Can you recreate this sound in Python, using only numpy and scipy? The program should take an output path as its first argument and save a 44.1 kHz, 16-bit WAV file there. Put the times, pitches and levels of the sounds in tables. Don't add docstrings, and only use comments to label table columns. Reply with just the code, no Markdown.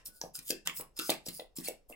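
import sys
import numpy as np
from scipy import signal
from scipy.fft import rfft, irfft
from scipy.io import wavfile
from scipy.ndimage import uniform_filter1d

SR = 44100
rng = np.random.default_rng(int(sys.argv[2]) if len(sys.argv) > 2 else 0)


def volts(x):
    e = np.asarray(x, float) / 20
    return 10 ** e


def pcm_store(signal):
    levels = np.round(np.clip(np.atleast_2d(signal), -1, 1) * 32767)
    wavfile.write(sys.argv[1], SR, levels.astype(np.int16).T)


N = 85995
PRE_S = 0.5
AWAY_DB = -18


def evened(x):
    return x / np.sqrt(np.mean(x ** 2) + 1e-20)


def read(points, hz):
    f, value = np.transpose(points)
    return np.interp(np.log(hz + 1), np.log(f + 1), value)


def add(mix, start_s, sound):
    part = mix[..., round(start_s * SR):][..., :sound.shape[-1]]
    part += sound[..., :part.shape[-1]]


def shaped(x, gain):
    return irfft(rfft(x) * gain(np.fft.rfftfreq(x.shape[-1], 1 / SR)), x.shape[-1])


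def filtered(x, order, hz, kind):
    return signal.sosfilt(signal.butter(order, hz, kind, fs=SR, output="sos"), x)


def ring(x, hz, width_hz):
    r = np.exp(-np.pi * width_hz / SR)
    return signal.lfilter([1, 0, -1], [1, -2 * r * np.cos(2 * np.pi * hz / SR), r * r], x)


# frequency in Hz, level in dB.
AIR_COLOUR = [(15, -1.5), (30, 5.5), (150, -20.5), (500, -12), (1000, -26.5), (2000, -35.5), (16000, -45)]


def floor():
    air_db, rumble_db, rumble_hz = -69, -72, 40.3
    air, low = rng.standard_normal((2, 2, N))
    air = evened(shaped(air + air[::-1] * 0.18, lambda f: volts(read(AIR_COLOUR, f))))
    low = evened(shaped(low + low[::-1] * 0.45, lambda f: f / 15 / (1 + (f / rumble_hz) ** 4)))
    return volts(air_db) * air + volts(rumble_db) * low


# frequency in Hz, t60 in seconds.
ROOM_T60 = [(100, 0.37), (400, 0.19), (1040, 0.25), (2760, 0.23), (7280, 0.23), (15000, 0.13)]
# frequency in Hz, level in dB.
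ROOM_COLOUR = [(130, -8), (300, -2.5), (2000, -3), (6000, -13), (15000, -9.5)]
# delay in seconds, level in dB, top frequency in Hz.
ECHOES = [
    (.0085, -13.5, 3960),
    (0.014, -19.5, 3000),
    (.0236, -13, 2800),
]


def room(x):
    shared_gain, echo_low_hz = 0.72, 248.6
    taps = np.zeros((3, SR // 2))
    at = np.arange(200, SR // 2 - 20, 20) + rng.integers(0, 20, (3, (SR // 2 - 201) // 20))
    np.put_along_axis(taps, at, rng.choice([-1., 1.], at.shape), 1)
    hz, t, z = signal.stft(taps, SR, nperseg=256)
    decay = volts(-60 * t / read(ROOM_T60, hz)[:, None])
    tail = signal.istft(z * decay, SR, nperseg=256)[1]
    shared = shaped(tail[2], lambda f: shared_gain + .5 / (1 + (f / 900) ** 2))
    tail = shared + shaped(tail[:2], lambda f: 1 / (1 + (120 / (f + 1)) ** 2))
    tail = shaped(tail / np.linalg.norm(tail[0]), lambda f: volts(read(ROOM_COLOUR, f)))
    out = signal.fftconvolve(x, tail, axes=1)[:, :N + SR]
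    for delay_s, db, top_hz in ECHOES:
        add(out, delay_s, volts(db) * filtered(x, 1, [echo_low_hz, top_hz], "band"))
    return out


# frequency in Hz, left lead in radians.
PORT_LEAD = [(950, -0.5), (2150, -.7), (3010, -2), (3450, -2), (5600, -1.1), (6890, 0.53), (15000, -0.76)]
# frequency in Hz, share of opposite sign in the two ports (0 to 1).
PORT_APART = [(60, 0.23), (200, 0.17), (500, 0.063), (1300, 0.47), (2500, 0.37), (5000, 0.4), (9000, 0.49),
              (15000, 0.72)]


def ports(pair):
    hz = np.fft.rfftfreq(N + SR, 1 / SR)
    a, b = rfft(pair)
    apart = np.clip(read(PORT_APART, hz), 0, 1)
    same = np.sqrt(1 - apart ** 2)
    lead = np.exp(.5j * read(PORT_LEAD, hz))
    left = (same * a + apart * b) * lead
    right = (same * a - apart * b) / lead
    return irfft(np.array([left, right]), N + SR)


def earlier_slap():
    return -0.09, volts(-29) * rng.standard_normal((2, 300))


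# loudest at in seconds, half length in seconds, level in dB, pitch in Hz, width in Hz.
WHISTLES = [(.14, 0.069, -73, 1470, 50), (.37, 0.024, -58, 5000, 210), (0.51, 0.035, -55.5, 4750, 150),
            (.55, 0.033, -60.5, 1727, 86), (0.784, 0.033, -59.5, 5250, 200), (1.02, .04, -51.5, 1398, 154),
            (1.566, .005, -44, 7450, 230), (1.662, 0.018, -46.5, 4400, 170),
            (1.678, 0.0088, -44.5, 2306, 370), (1.898, 0.014, -64, 8950, 300),
            (1.897, 0.011, -55, 13000, 300), (1.94, 0.026, -62, 2130, 140), (1.62, 0.016, -60.5, 1890, 310),
            (.82, 0.029, -56.5, 900, 330), (1.912, 0.01, -56, 620, 250), (.56, 0.036, -61.5, 2620, 180)]


def whistle(peak_s, half_s, level_db, hz, width_hz):
    t = np.arange(-.1, .1, 1 / SR)
    noise = rng.standard_normal((2, len(t)))
    band = evened(ring(ring(noise, hz, width_hz), hz, 2 * width_hz))
    away = np.minimum(abs(t) / half_s, 8)
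    return peak_s + t[0], volts(level_db + AWAY_DB * away ** 2) * band


# frequency in Hz, level in dB.
HISS_COLOUR = [(180, 17), (300, -26.5), (814, -8.5), (2250, -9.5), (2400, -6.5), (4590, 1), (5610, -2.5),
               (8360, 4.5), (16000, -1)]
# fastest at in seconds, speed-up in seconds, slow-down in seconds, level in dB, tilt in dB per octave.
SLIDES = [(0.061, 0.01, 0.037, -40.5, 7), (0.086, 0.018, 0.014, -59, -8.5), (.172, 0.057, 0.038, -57, 6),
          (.225, 0.031, 0.067, -56, 6), (0.356, 0.016, 0.028, -38.5, 4.5), (.392, 0.019, 0.014, -54, -4),
          (0.441, 0.034, 0.091, -54.5, 5.5), (.495, 0.037, 0.04, -36.5, 5.5),
          (.661, 0.0085, 0.059, -48, -4), (.78, 0.038, 0.052, -35, 11.5), (.805, 0.037, 0.014, -55.5, -11),
          (.972, 0.0095, 0.12, -50, 0.5), (1.026, 0.054, 0.23, -47.5, -1),
          (1.081, 0.058, 0.079, -42.5, 5.5), (1.105, 0.011, 0.024, -38, -4.5),
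          (1.267, 0.011, 0.017, -42, 1), (1.297, 0.045, 0.031, -50.5, -2.5), (1.35, 0.034, 0.079, -45, 5.5),
          (1.569, 0.012, 0.067, -44.5, 2), (1.60, 0.0079, 0.012, -58.5, -9),
          (1.656, 0.027, 0.063, -41, 0.5), (1.679, 0.0071, 0.019, -38, 6.5), (1.9, 0.013, 0.045, -49.5, 10)]


def slide(peak_s, rise_s, fall_s, level_db, tilt_db):
    grain_db, patch_db, low_hz = 3.2, 4.5, 350
    t = np.arange(-.12, .12, 1 / SR)
    noise, grain = rng.standard_normal((2, len(t))), rng.standard_normal(len(t))
    patches = evened(uniform_filter1d(rng.standard_normal(len(t) // 2 + 1), 80))

    def colour(f):
        tilt = tilt_db * np.log2((f + 700) / 8000)
        return f ** 2 / (f ** 2 + low_hz ** 2) * volts(read(HISS_COLOUR, f) + patch_db * patches + tilt)

    hiss = evened(shaped(noise, colour))
    away = np.minimum(np.where(t < 0, -t / rise_s, t / fall_s), 8)
    grain = evened(uniform_filter1d(grain, 60))
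    return peak_s + t[0], hiss * volts(level_db + AWAY_DB * away ** 2 + grain_db * grain)


def knock(peak_s, peak_db, hz, t60_s):
    rise_turns, rough = 1.1, .35
    rise_s, t = rise_turns / hz, np.arange(3000) / SR
    push = np.sin(np.pi / 2 * np.minimum(t / rise_s, 1)) ** 2
    shape = push * volts(-60 * np.maximum(t - rise_s, 0) / t60_s)
    sound = volts(peak_db) * shape * np.sin(2 * np.pi * (hz * t + rng.random()))
    uneven = evened(uniform_filter1d(rng.standard_normal((2, len(t))), round(2 * SR / hz), axis=1))
    sound = sound * ([[1], [0]] + rough * uneven)
    return peak_s - rise_s, filtered(sound, 2, hz / 2, "high")


# peak at in seconds, peak in dB, pitch in Hz, t60 in seconds.
FLAPS = [(.2146, -42.5, 897, 0.058), (.2146, -44, 1670, 0.018), (.353, -48, 1440, 0.025),
         (.505, -31, 2600, 0.019), (.506, -45, 1615, 0.05), (.660, -46, 1530, 0.065),
         (.6737, -25.5, 1012, 0.0067), (.6737, -25, 1946, 0.0055), (.7992, -37.5, 960, 0.0043),
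         (.9975, -28, 1352, 0.021), (.996, -34.5, 2755, 0.023), (1.0947, -24, 1008, 0.007),
         (1.095, -27, 2006, 0.011), (1.397, -46.5, 2000, 0.024), (.6737, -30, 1420, 0.0065),
         (.674, -43.5, 750, 0.0096), (1.926, -42.5, 2690, 0.013)]


def flap(*row):
    return knock(*row)


# peak at in seconds, peak in
# dB, pitch in Hz, t60 in seconds.
THUDS = [(.088, -53.5, 198, 0.0074), (.2146, -46.5, 392, 0.022), (.2384, -33.5, 527, 0.01),
         (.2384, -39.5, 760, 0.022), (.392, -56, 259, 0.046), (.505, -28, 360, 0.0033),
         (.528, -34, 340, 0.012), (.692, -38, 259, 0.0075), (.799, -38.5, 456, 0.0088),
         (.994, -37.5, 318, 0.027), (1.095, -27.5, 308, 0.0095), (1.0947, -24, 642, 0.013),
         (1.267, -40, 457, 0.0057), (1.2862, -39, 250, 0.0095), (1.3963, -36, 570, 0.013),
         (1.398, -39, 384, 0.018), (1.5872, -33, 241.5, 0.015), (1.6857, -31.5, 531, 0.012),
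         (1.686, -54, 255, 0.021), (1.8983, -48, 643, 0.016), (1.916, -47, 578, 0.011),
         (1.422, -47.5, 506, 0.014), (1.286, -40, 175, 0.021), (1.098, -28.5, 900, 0.0062),
         (.24, -46.5, 165, 0.026), (1.899, -50.5, 466, 0.016), (1.905, -48, 260, 0.033)]


def thud(*row):
    return knock(*row)


# peak at in seconds, peak in dB, ring in Hz, contact length in seconds, wide-band share in dB.
CRACKS = [(.0603, -36, 5640, 0.0048, 2), (.2147, -24, 6000, 0.0016, -5.5), (.353, -33, 5060, 0.0035, -4),
          (.3903, -27, 4740, 0.0018, 18), (.505, -13.5, 4830, 0.0031, 20), (.6595, -40.5, 3550, 0.0039, -1),
          (.6733, -11, 3150, 0.00064, -0.5), (.8098, -27.5, 10900, 0.0032, -20),
          (.990, -19.5, 4170, 0.0048, 5), (.9975, -18.5, 4200, 0.0011, 14),
          (1.095, -16.5, 3520, 0.0018, -5.5), (1.1017, -10, 4630, 0.0046, 8),
          (1.2627, -31, 5960, 0.0044, 3), (1.2855, -21.5, 4420, 0.0053, 11.5),
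          (1.3977, -32.5, 3550, 0.0036, -13), (1.5869, -31, 5600, 0.00094, 7),
          (1.6482, -40, 4640, 0.00037, -2), (1.6858, -12, 3800, .0006, 20.5),
          (.7712, -31, 5200, 0.0021, 15), (.2375, -39, 5550, 0.00089, 2), (.3475, -45, 5030, .001, 8),
          (.477, -33, 13500, 0.00089, 2), (.6608, -32.5, 3300, .0008, 6.5),
          (.6965, -30.5, 2270, 0.0012, -7), (.81, -41, 2820, .001, -12), (.9675, -33.5, 14100, 0.0025, 2),
          (1.1055, -21, 10500, 0.00075, 3.5), (1.118, -26.5, 2260, 0.0043, -12),
          (1.3335, -40, 8750, 0.0011, -1.5), (1.5722, -34.5, 5620, .0005, 3),
          (1.6018, -42.5, 4110, 0.00092, -6.5), (1.682, -29.5, 9500, 0.0014, -3),
          (1.893, -45.5, 10700, .002, -6), (1.901, -39, 12400, 0.0017, -4),
          (1.6857, -20.5, 12500, .0006, -4.5), (.6737, -18, 7130, 0.0016, -4)]


def crack(peak_s, peak_db, hz, length_s, wide_db):
    rise_s, fall_s, q, wide_low_hz = .0007, .0013, 4.0, 3200
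    lead, lead_s = 1.6, .0003
    t = np.arange(-200, 800) / SR
    spray = rng.standard_normal((2, len(t))) * rng.exponential(1, len(t))
    spray *= np.exp(np.minimum(t, 0) / rise_s - np.maximum(t - abs(length_s), 0) / fall_s)
    spray *= 1 + lead * np.exp(-abs(t) / lead_s)
    wide = evened(filtered(spray, 3, wide_low_hz, "high"))
    sound = evened(ring(ring(spray, hz, hz / q), hz, hz / 2)) + volts(wide_db) * wide
    return peak_s + t[0], volts(peak_db) * sound / abs(sound).max()


def cards():
    out = np.zeros((2, N + SR))
    layers = [(WHISTLES, whistle), (SLIDES, slide), (FLAPS, flap), (THUDS, thud), (CRACKS, crack)]
    for table, source in [([()], earlier_slap)] + layers:
        for row in table:
            start_s, sound = source(*row)
            add(out, start_s + PRE_S, sound)
    return filtered(out, 2, 70, "high")


def scene():
    direct = ports(cards())
    first = round(PRE_S * SR)
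    return (direct + room(direct))[:, first:first + N] + floor()


# frequency in Hz, width in Hz, level in dB.
PORT_RINGS = [(2744, 150, 6), (5226, 810, 7.5), (9500, 3100, -0.5), (15200, 1700, 0)]


def microphone(x):
    def gain(f):
        return volts(sum(db / (1 + ((f - hz) / width_hz * 2) ** 2) for hz, width_hz, db in PORT_RINGS))

    limit = signal.firwin(255, 16050, window=("kaiser", 5), fs=SR)
    return signal.oaconvolve(shaped(x, gain), limit[None], "same")


def roll_off(x):
    return signal.sosfilt(signal.butter(12, 16970, fs=SR, output="sos"), x)


def record(dry):
    mix = microphone(dry)
    return roll_off(mix)


dry = scene()
out = record(dry)
pcm_store(out)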